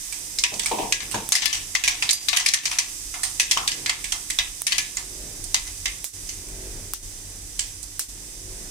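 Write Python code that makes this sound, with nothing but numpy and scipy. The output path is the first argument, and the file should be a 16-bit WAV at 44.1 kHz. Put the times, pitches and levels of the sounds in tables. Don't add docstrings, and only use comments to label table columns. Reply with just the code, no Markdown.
import sys
import numpy as np
from scipy import signal
from scipy.fft import rfft, irfft
from scipy.io import wavfile
from scipy.ndimage import uniform_filter1d, minimum_filter1d

SR = 44100
rng = np.random.default_rng(int(sys.argv[2]) if len(sys.argv) > 2 else 0)


def log_audio(samples):
    frames = np.atleast_2d(samples).T
    limited = np.clip(frames, -1, 1)
    pcm = np.round(limited * 32767).astype(np.int16)
    wavfile.write(sys.argv[1], SR, pcm)


N = 383669

# start in seconds, strength in dB; then, all in dB, bass and treble over strength, top edge
# over treble, left minus right, kitchen echo; last, the steam pocket's low and high pitch in Hz.
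BURSTS = [(0.1242, -38, -9, 6, -3, -7, -5, 2340, 8140), (0.3861, -30.5, -23, 15, -25, 0, -12, 3920, 5100),
          (0.4372, -14.5, -26, 1, -17, 1, -10.5, 2550, 5400),
          (0.5392, -50, 0, 18.5, -13, -8, -5, 2490, 6100), (0.5946, -28, -17, 4, -11, -3, -7.5, 3550, 7850),
          (0.633, -37, -1, 8, -6, -3, -7, 3340, 6060), (0.659, -28.5, -4, 8, -29, 0, -6, 2310, 8400),
          (0.9232, -15, -30, 4.5, -11, 2, -10.5, 2530, 6210),
          (1.0034, -28.5, -8, 2.5, -18, 11.5, -13, 2220, 6070),
          (1.1119, -41.5, -3.5, 6, -1, -6, 2.5, 2900, 8200),
          (1.1429, -34.5, -2.5, 0, -8.5, 0, 1, 1640, 6430),
          (1.3208, -19.5, -4.5, 11.5, -3, 6, -10, 3860, 6330),
          (1.3523, -20, -21, 7.5, -3, 8, -4.5, 2000, 5100),
          (1.4202, -30.5, -13, 2.5, -19, 15, 0, 3030, 5920),
          (1.4568, -20.5, -25, 7.5, 1, 18, -13, 3460, 4080),
          (1.528, -29, -12.5, 6.5, -6, 6, -0.5, 3050, 5800),
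          (1.7504, -17, -12, 3, -10, 7.5, -10, 1980, 6260), (1.8377, -18.5, -36, 2, -6, 2, -8, 2480, 5940),
          (1.8766, -19, -12, 3.5, -5, 3.5, -3.5, 2300, 5870),
          (2.0234, -20.5, -8.5, 1, -20, 0.5, -8.5, 2600, 4650),
          (2.0907, -22.5, -21, 2, -10, -2, -3.5, 3940, 4400),
          (2.1084, -26, -10, 16.5, -7, 0, -10.5, 2160, 6320), (2.1304, -39, 1, 22, 6.5, 6, -14, 3850, 4800),
          (2.2846, -25.5, -35, 11, -8, 13, -11, 3900, 3800),
          (2.3298, -27.5, -7.5, -3, -5, 16.5, -2.5, 2490, 5730),
          (2.3635, -26, -20, 6, -9, 3, -9, 2300, 6200), (2.3694, -17.5, -32, 2.5, -1.5, 0, -8, 3080, 6100),
          (2.4002, -32, -1, 11, -18, 8, -7, 1870, 5760), (2.4604, -19.5, -35, 5, -4, 7, -6, 2270, 4930),
          (2.4857, -37.5, -13, 20.5, -5, 12, -10, 4000, 5700),
          (2.5366, -15, -17, 6, -2.5, 4, -8.5, 1844, 6080), (2.6548, -27, -11, 8.5, -11, 8, -8, 2400, 6100),
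          (2.7124, -36.5, -6.5, 3.5, -5, 4, 4.5, 2490, 5800),
          (2.7856, -20, -11.5, 8.5, -6, 6, -10, 2510, 6040),
          (3.1403, -32.5, 2, -0.5, 1.5, -3, -8.5, 2120, 6410),
          (3.2328, -34.5, -3, 10.5, -13, 0, -1, 1890, 8850),
          (3.3977, -16.5, -21, 5.5, -2, 3, -8.5, 2540, 5990),
          (3.5111, -20.5, -14.5, 8, -5.5, 3.5, -7, 3270, 5420),
          (3.5726, -21, 4, 0.5, -21, 0.5, -13.5, 3100, 5800),
          (3.6764, -20, -29, 6, -5, 0, -12.5, 3650, 4370), (3.7155, -30, -14, 7, -17, 3, -6.5, 3060, 4960),
          (3.8598, -22, -14, 2.5, -30, -1, -11, 2120, 4070),
          (3.894, -19, -7, 1, -7.5, -1, -8.5, 2100, 4500),
          (4.0415, -32.5, -29, 1.5, -8, -6, -5, 2260, 8000),
          (4.1213, -25.5, -2.5, 6.5, -7, -3.5, -11, 3190, 6060),
          (4.3009, -30.5, -18, 5.5, -2, -1, -6.5, 2040, 7900),
          (4.3868, -17, -11.5, -3.5, -29, -2.5, -11.5, 3600, 5330),
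          (4.6673, -19, -24, 5.5, 0.5, 7.5, -9, 2170, 6100),
          (4.7207, -22.5, -17, 3.5, -7, 8, -7.5, 3080, 4200),
          (4.781, -20.5, -17.5, 4, -4, -2, -8.5, 2390, 6050),
          (4.9695, -31.5, -3, 8.5, -21, 1, -7.5, 2040, 6840), (5.44, -56, 6, 22.5, -4, -10, -9, 3850, 8900),
          (5.5437, -20, -8.5, 6.5, -8, 4.5, -12.5, 3800, 6340),
          (5.668, -43, -6, 6, -3, -2, -1.5, 2040, 5840),
          (5.856, -21.5, -18.5, -1.5, -23.5, -1, -9, 2086, 5930),
          (6.2906, -37.5, -13, 10.5, -13, -1, -9, 2960, 6200),
          (7.5921, -30, -18, 9.5, -10, -0.5, -7.5, 3100, 7500),
          (7.8288, -59, 10, 24, 0, -12, -12, 1540, 8100)]
# frequency in Hz, relative level in dB.
BURST_COLOUR = [(320, -70), (550, -98), (701, -11.5), (808, -19.5), (958, -14), (1100, -16.5),
                (1510, -17.5), (1790, -5), (1920, -3.5), (2350, -0.5), (3980, -1), (6090, 0), (10000, -7.5),
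                (15100, -32), (16500, -98)]
BAND_EDGES = (600, 1500, 4000, 9000, 16500)
# pan ring, kitchen echo, both in seconds to fall 60 dB.
BAND_DECAYS = [(0.015, 0.35), (0.052, 0.37), (0.035, 0.24), (0.013, 0.09)]


def bursts():
    s, db, bass_db, treble_db, edge_db, pan_db, echo_db, low_hz, high_hz = np.transpose(BURSTS)
    high_db = db + treble_db
    top_pan_db = 1.5 + 0.71 * pan_db
    high_pan_db = (pan_db + top_pan_db) / 2
    patchy = undb(2.9 * np.array([walk(500), walk(500)]))
    crack = strikes(s, high_db - 10, pan_db, t60=0.0063, rise_s=0.00042)
    out = crack * unit(shape(noise(0.27), BURST_COLOUR))
    bands = zip(BAND_EDGES, BAND_EDGES[1:], (db + bass_db, db, high_db, high_db + edge_db),
                (pan_db, pan_db, high_pan_db, top_pan_db), BAND_DECAYS)
    for lo, hi, band_db, lean_db, (ring_s, echo_s) in bands:
        direct = strikes(s, band_db - 2, lean_db, ring_s, rise_s=0.0018)
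        echo = strikes(s, band_db + echo_db - 1.5, 0.89 * lean_db, echo_s, rise_s=0.0071)
        out += (direct + echo) * patchy * unit(shape(noise(0.18), BURST_COLOUR, lo, hi))
    for k in range(len(s)):
        hiss = rng.standard_normal((3, SR // 2))
        steam = 0.24 * hiss[0] + 0.63 * hiss[1:]
        low = steam_pocket(steam, low_hz[k], db[k] + 18, pan_db[k], echo_db[k], q=12.8)
        high = steam_pocket(steam, high_hz[k], high_db[k] + 12, high_pan_db[k], echo_db[k], q=16.2)
        metal = pan_ring(low_hz[k]) * undb(db[k]) * sides(pan_db[k])
        add(out, s[k], low + high + metal)
    return out


def steam_pocket(steam, hz, db, pan_db, echo_db, q):
    t = np.arange(SR // 2) / SR
    spurt = undb(7) * t / 0.0015 * np.exp(1 - t / 0.00092)
    tail = (1 - np.exp(-t / 0.00014)) * undb(-60 * t / 0.026)
    echo = (1 - np.exp(-t / 0.0018)) * undb(echo_db + 4 - 60 * t / 0.27)
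    return resonate((sides(pan_db) * (spurt + tail) + echo) * steam, [(hz, hz / q, db)])


# pitch in Hz, relative level in dB, ring time in seconds.
PAN_MODES = [(764, -9.5, 0.32), (990, -7, 0.25), (1120, -3.5, 0.25), (1720, 5.5, 0.28), (1980, 2, 0.23),
             (2064, 9.5, 0.2), (2460, 1.5, 0.13), (2600, 2.5, 0.31), (3020, -25, 0.14), (3568, -42, 0.067),
             (4840, 12, 0.15), (5090, 3, 0.25), (6074, 11, 0.11)]


def pan_ring(pocket_hz):
    t = np.arange(SR // 2) / SR
    detune = 1 + 0.0299 * rng.standard_normal()
    plink = [pocket_hz, -10, 0.12]
    modes = np.vstack([np.array(PAN_MODES) * [detune, 1, 1] + [0, -20, 0], plink])
    return ring(modes) * (1 - np.exp(-t / 0.004))


# start in seconds, gain in dB.
SKIMMER_HITS = [(2.13, -23)]
# pitch in Hz, relative level in dB, ring time in seconds.
SKIMMER_MODES = [(4800, 3, 0.32), (6304, -4, .12), (7400, -8, .3), (8775, 7, 0.089), (11600, -4, 0.18)]


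def skimmer_ping():
    out = np.zeros((2, N))
    for s, db in SKIMMER_HITS:
        add(out, s, ring(SKIMMER_MODES, scatter=0.12) * undb(db))
    return out


# start in seconds, strength in dB, left minus right
# in dB, echo over strength in dB.
CLOSE_SNAPS = [(1.29, -4, 4, -30), (1.457, -4, 8, -32), (2.2866, -12.5, 4, -35), (4.619, -2.5, 1, -30),
               (6.043, 3, 1, -20.5), (6.488, -22, 0, -28), (6.9358, 3.5, 13, -28), (7.994, 5.5, 8.5, -20.5)]
# frequency in Hz, relative level in dB.
SNAP_TONE = [(100, -46), (1000, -10), (3500, -16.5), (6000, -16.5), (9000, -4), (13000, -9.5),
             (16500, -7.5)]


def snaps():
    s, db, pan_db, echo_db = np.transpose(CLOSE_SNAPS)
    pulse = np.zeros(N)
    pulse[(s * SR).astype(int) + 4] = undb(db + 5)
    rattle = strikes(s, db - 6.5, pan_db, t60=0.005, rise_s=0.0001)
    rattle *= unit(shape(noise(0.84), SNAP_TONE))
    echo = strikes(s, db + echo_db, 0.6 * pan_db, t60=0.22, rise_s=0.00032)
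    echo *= unit(shape(noise(0.072), OIL_COLOUR))
    return shape(pulse, SNAP_TONE) + rattle + echo


# time in seconds, level in dB.
OIL_LEVEL = [(0.0, -34.5), (1.0, -37), (2.4, -37), (3.0, -36), (5.9, -38), (7.3, -40.5), (8.7, -40.5)]
# frequency in Hz, relative level in dB.
OIL_COLOUR = [(710, -18.5), (1200, -16), (1510, -15.5), (1880, -11.5), (2730, -11), (3400, -7),
              (4520, -4.5), (5760, 2.5), (7170, 0.5), (8000, 2.5), (14900, -12), (16000, -32), (16500, -72)]


def sizzle():
    bubbles_per_s, split_hz = 2500, 11000
    size_db = np.minimum(1.2 * rng.exponential(size=(2, N)), 12)
    bubbles = (rng.random((2, N)) < bubbles_per_s / SR) * rng.standard_normal((2, N)) * undb(size_db)
    blur = rng.standard_normal((2, N))
    fizz = shape(noise(0.03, unit(bubbles) * undb(-9.5) + blur), OIL_COLOUR)
    fizz += resonate(fizz, [(hz, 120, -3) for hz, _, _ in PAN_MODES])
    flat = [(1, 0), (SR, 0)]
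    body, top = unit(shape(fizz, flat, hi=split_hz)), unit(shape(fizz, flat, lo=split_hz))
    top *= undb(-13 - 0.17 * np.arange(N) / SR)
    return (body + top) * undb(curve(OIL_LEVEL) + 0.7 * walk(8))


# start in seconds, strength in dB, left minus
# right in dB, thud gain in dB, clunk pitch in Hz, clunk level in dB.
COUNTER_KNOCKS = [(0.52, -24, 0, -10, 760, -60), (0.713, -11, -1.5, -8, 933, -22),
                  (0.785, -11.5, -1.5, -29, 950, -26), (0.819, -17.5, 2, -9.5, 890, -51),
                  (1.142, -17, -1.5, -4, 956, -22.5), (3.571, -25, 1, -29, 1094, -14.5)]
# centre in Hz, width in Hz, gain in dB.
COUNTER_MODES = [(344, 136, -1), (470, 130, 1), (622, 137, -2), (759, 142, 1.5), (890, 61, -1),
                 (1166, 27, -29)]
# centre in Hz, width in Hz, gain in dB.
THUD_MODES = [(117, 22, -8.5), (211, 34, -2.5)]


def counter_knocks():
    out, t = np.zeros((2, N)), np.arange(SR // 2) / SR
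    dull = signal.butter(6, 1150, fs=SR, output="sos")
    envelope = (1 - np.exp(-t / 0.00062)) * (undb(-60 * t / 0.38) + 0.6 * undb(-60 * t / 0.0067))
    for s, db, pan_db, thud_db, hz, clunk_db in COUNTER_KNOCKS:
        shake = rng.standard_normal((3, len(t)))
        blow = envelope * sides(pan_db)
        rattle = blow * (0.38 * shake[0] + 0.58 * shake[1:])
        body = signal.sosfilt(dull, resonate(resonate(rattle, COUNTER_MODES), COUNTER_MODES))
        thud = resonate(blow * shake[0], THUD_MODES)
        clunk = resonate(rattle, [(hz, 150, clunk_db + 7.5)])
        clunk += undb(clunk_db - 60 * t / 0.056) * np.sin(2 * np.pi * hz * t)
        steel = resonate(rattle, [(2600, 1070, db - 6)])
        add(out, s, undb(db) * body + undb(thud_db) * thud + clunk + steel)
    return out


# peak time in seconds, firing rate in Hz, peak level in dB.
ENGINE_LOADS = [(5.2, 46.1, -43), (6.65, 47.3, -41), (8.5, 46.6, -45)]
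# multiple of the firing rate, relative level in dB.
EXHAUST_HARMONICS = [(1, 1), (2, -10), (3, -12.5), (4, -23), (5, -28), (6, -18), (7, -9.5), (8, -4),
                     (9, -11), (10, -20), (11, -12), (12, -23), (13, -12.5), (14, -16), (15, -30)]


def engine():
    s, hz, db = np.transpose(ENGINE_LOADS)
    firing_hz = np.interp(np.arange(N) / SR, s, hz) * (1 + 0.0048 * walk(20))
    phase = 2 * np.pi * np.cumsum(firing_hz) / SR
    drone = sum(undb(harmonic_db + 3 * walk(6.5)) * np.sin(k * turn + 2 * np.pi * rng.random())
                for k, harmonic_db in EXHAUST_HARMONICS for turn in [phase])
    return unit(drone) * swells(s, db, rise_db_per_s=55, fall_db_per_s=36)


# peak time in seconds, peak level in dB.
LOW_SWELLS = [(0.8, -54), (1.15, -45), (3.78, -45), (5.26, -46.5), (6.72, -45.5), (8.65, -48.5)]
# frequency in Hz, relative level in dB.
MURMUR_COLOUR = [(65, -37), (110, -5), (247, -10.5), (301, -8), (677, -17.5), (704, -14.5), (867, -18),
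                 (1200, -25.5), (1560, -21), (2500, -21.5), (3250, -37), (5500, -120)]


def low_murmur():
    murmur = shape(noise(0.91), MURMUR_COLOUR, hi=520) + shape(noise(0.11), MURMUR_COLOUR, lo=520)
    swell = swells(*np.transpose(LOW_SWELLS), rise_db_per_s=33, fall_db_per_s=33)
    return unit(murmur) * np.hypot(undb(-53.5), swell) * undb(1.5 * walk(9.9))


def motor_hum(hz=298, db=-58.5):
    return np.sin(2 * np.pi * hz * np.arange(N) / SR) * undb(db + 2 * walk(6))


# time in seconds, level in dB.
DEEP_LEVEL = [(0.0, -50), (1.1, -46.5), (1.4, -47), (1.85, -48.5), (2.6, -49.5), (3.1, -44), (4.1, -45.5),
              (4.8, -48.5), (5.8, -41), (6.15, -44.5), (6.75, -39.5), (7.3, -45.5), (8.2, -42),
              (8.7, -46.5)]
# frequency in Hz, relative level in dB.
DEEP_COLOUR = [(18, -30), (26, 0), (33, 2), (40, -6), (47, 5), (54, -6), (66, -23), (85, -10), (96, -3),
               (110, -23), (135, -20.5), (200, -50)]


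def rumble():
    return unit(shape(noise(0.99), DEEP_COLOUR)) * undb(curve(DEEP_LEVEL) + 1.8 * walk(5))


def undb(db):
    return 10 ** (np.asarray(db) / 20)


def unit(x):
    return x / np.sqrt(np.mean(x ** 2))


def sides(pan_db):
    return undb(np.array([[pan_db], [-pan_db]]) / 2)


def curve(table):
    return np.interp(np.arange(N) / SR, *np.transpose(table))


def shape(x, points, lo=0, hi=SR):
    f = np.arange(N // 2 + 1) * SR / N + 1
    hz, db = np.transpose(points)
    return irfft(rfft(x) * undb(np.interp(np.log(f), np.log(hz), db)) * (f >= lo) * (f < hi), N)


def noise(alike, source=None):
    mid, side = rng.standard_normal((2, N)) if source is None else source
    return np.sqrt(1 + alike) * mid + np.sqrt(1 - alike) * side * np.array([[1], [-1]])


def walk(rate):
    k = int(SR / rate)
    held = np.repeat(rng.standard_normal(N // k + 1), k)
    return 1.2 * uniform_filter1d(uniform_filter1d(held, k), k)[:N]


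def strikes(s, db, pan_db, t60, rise_s):
    power = np.zeros((2, N))
    starts = (np.asarray(s) * SR).astype(int)
    np.add.at(power, (slice(None), starts), undb(2 * db + np.array([pan_db, -pan_db])))
    fall, rise = np.exp(-2 * np.log(1000) / (t60 * SR)), np.exp(-1 / (rise_s * SR))
    return np.sqrt(np.abs(signal.lfilter([1 - rise], np.convolve([1, -fall], [1, -rise]), power)))


def swells(s, db, rise_db_per_s, fall_db_per_s):
    late = np.arange(N) / SR - s[:, None]
    db = db[:, None] + np.minimum(rise_db_per_s * late, -fall_db_per_s * late)
    return np.sqrt(np.sum(undb(2 * db), axis=0))


def resonate(x, modes):
    return sum(undb(db) * signal.lfilter(*signal.iirpeak(hz, hz / width, SR), x) for hz, width, db in modes)


def ring(modes, scatter=1):
    hz, db, t60 = np.transpose(modes)[..., None]
    t = np.arange(SR // 2) / SR
    fade = undb(db - 60 * t / t60)
    chance = scatter * rng.standard_normal((2, 2, len(modes), 1))
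    return np.array([np.sum(undb(3.7 * strength) * fade * np.sin(2 * np.pi * (hz * t + phase)), axis=0)
                     for strength, phase in chance])


def add(out, s, sound):
    i = int(s * SR)
    out[:, i:i + sound.shape[1]] += sound[:, :N - i]


def scene():
    kitchen = bursts() + skimmer_ping() + snaps() + counter_knocks() + sizzle()
    return kitchen + rumble() + low_murmur() + engine() + motor_hum()


# frequency in Hz, left minus right in dB.
MIC_BALANCE = [(60, 1.5), (110, 3), (200, 3.5), (380, 3.5), (700, 1.5), (1290, 4), (2380, 2), (4400, 0.5),
               (8120, -11), (15000, -12.5)]


def record(dry):
    ceiling, ahead_s, hold_s, top_hz = 0.79, 0.007, 0.088, 16300
    balance = np.array(MIC_BALANCE)
    mics = np.array([shape(dry[0], balance * [1, 0.5]), shape(dry[1], balance * [1, -0.5])])
    ahead, span = int(ahead_s * SR), int((ahead_s + hold_s) * SR) // 2 * 2 + 1
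    needed = np.minimum(1, ceiling / (np.abs(mics).max(axis=0) + 1e-9))
    held = minimum_filter1d(needed, span)
    gain = np.concatenate([np.ones(span // 2 - ahead // 2), uniform_filter1d(held, ahead)])[:N]
    return signal.sosfilt(signal.ellip(10, 0.2, 70, top_hz, fs=SR, output="sos"), mics * gain)


dry = scene()
out = record(dry)
log_audio(out)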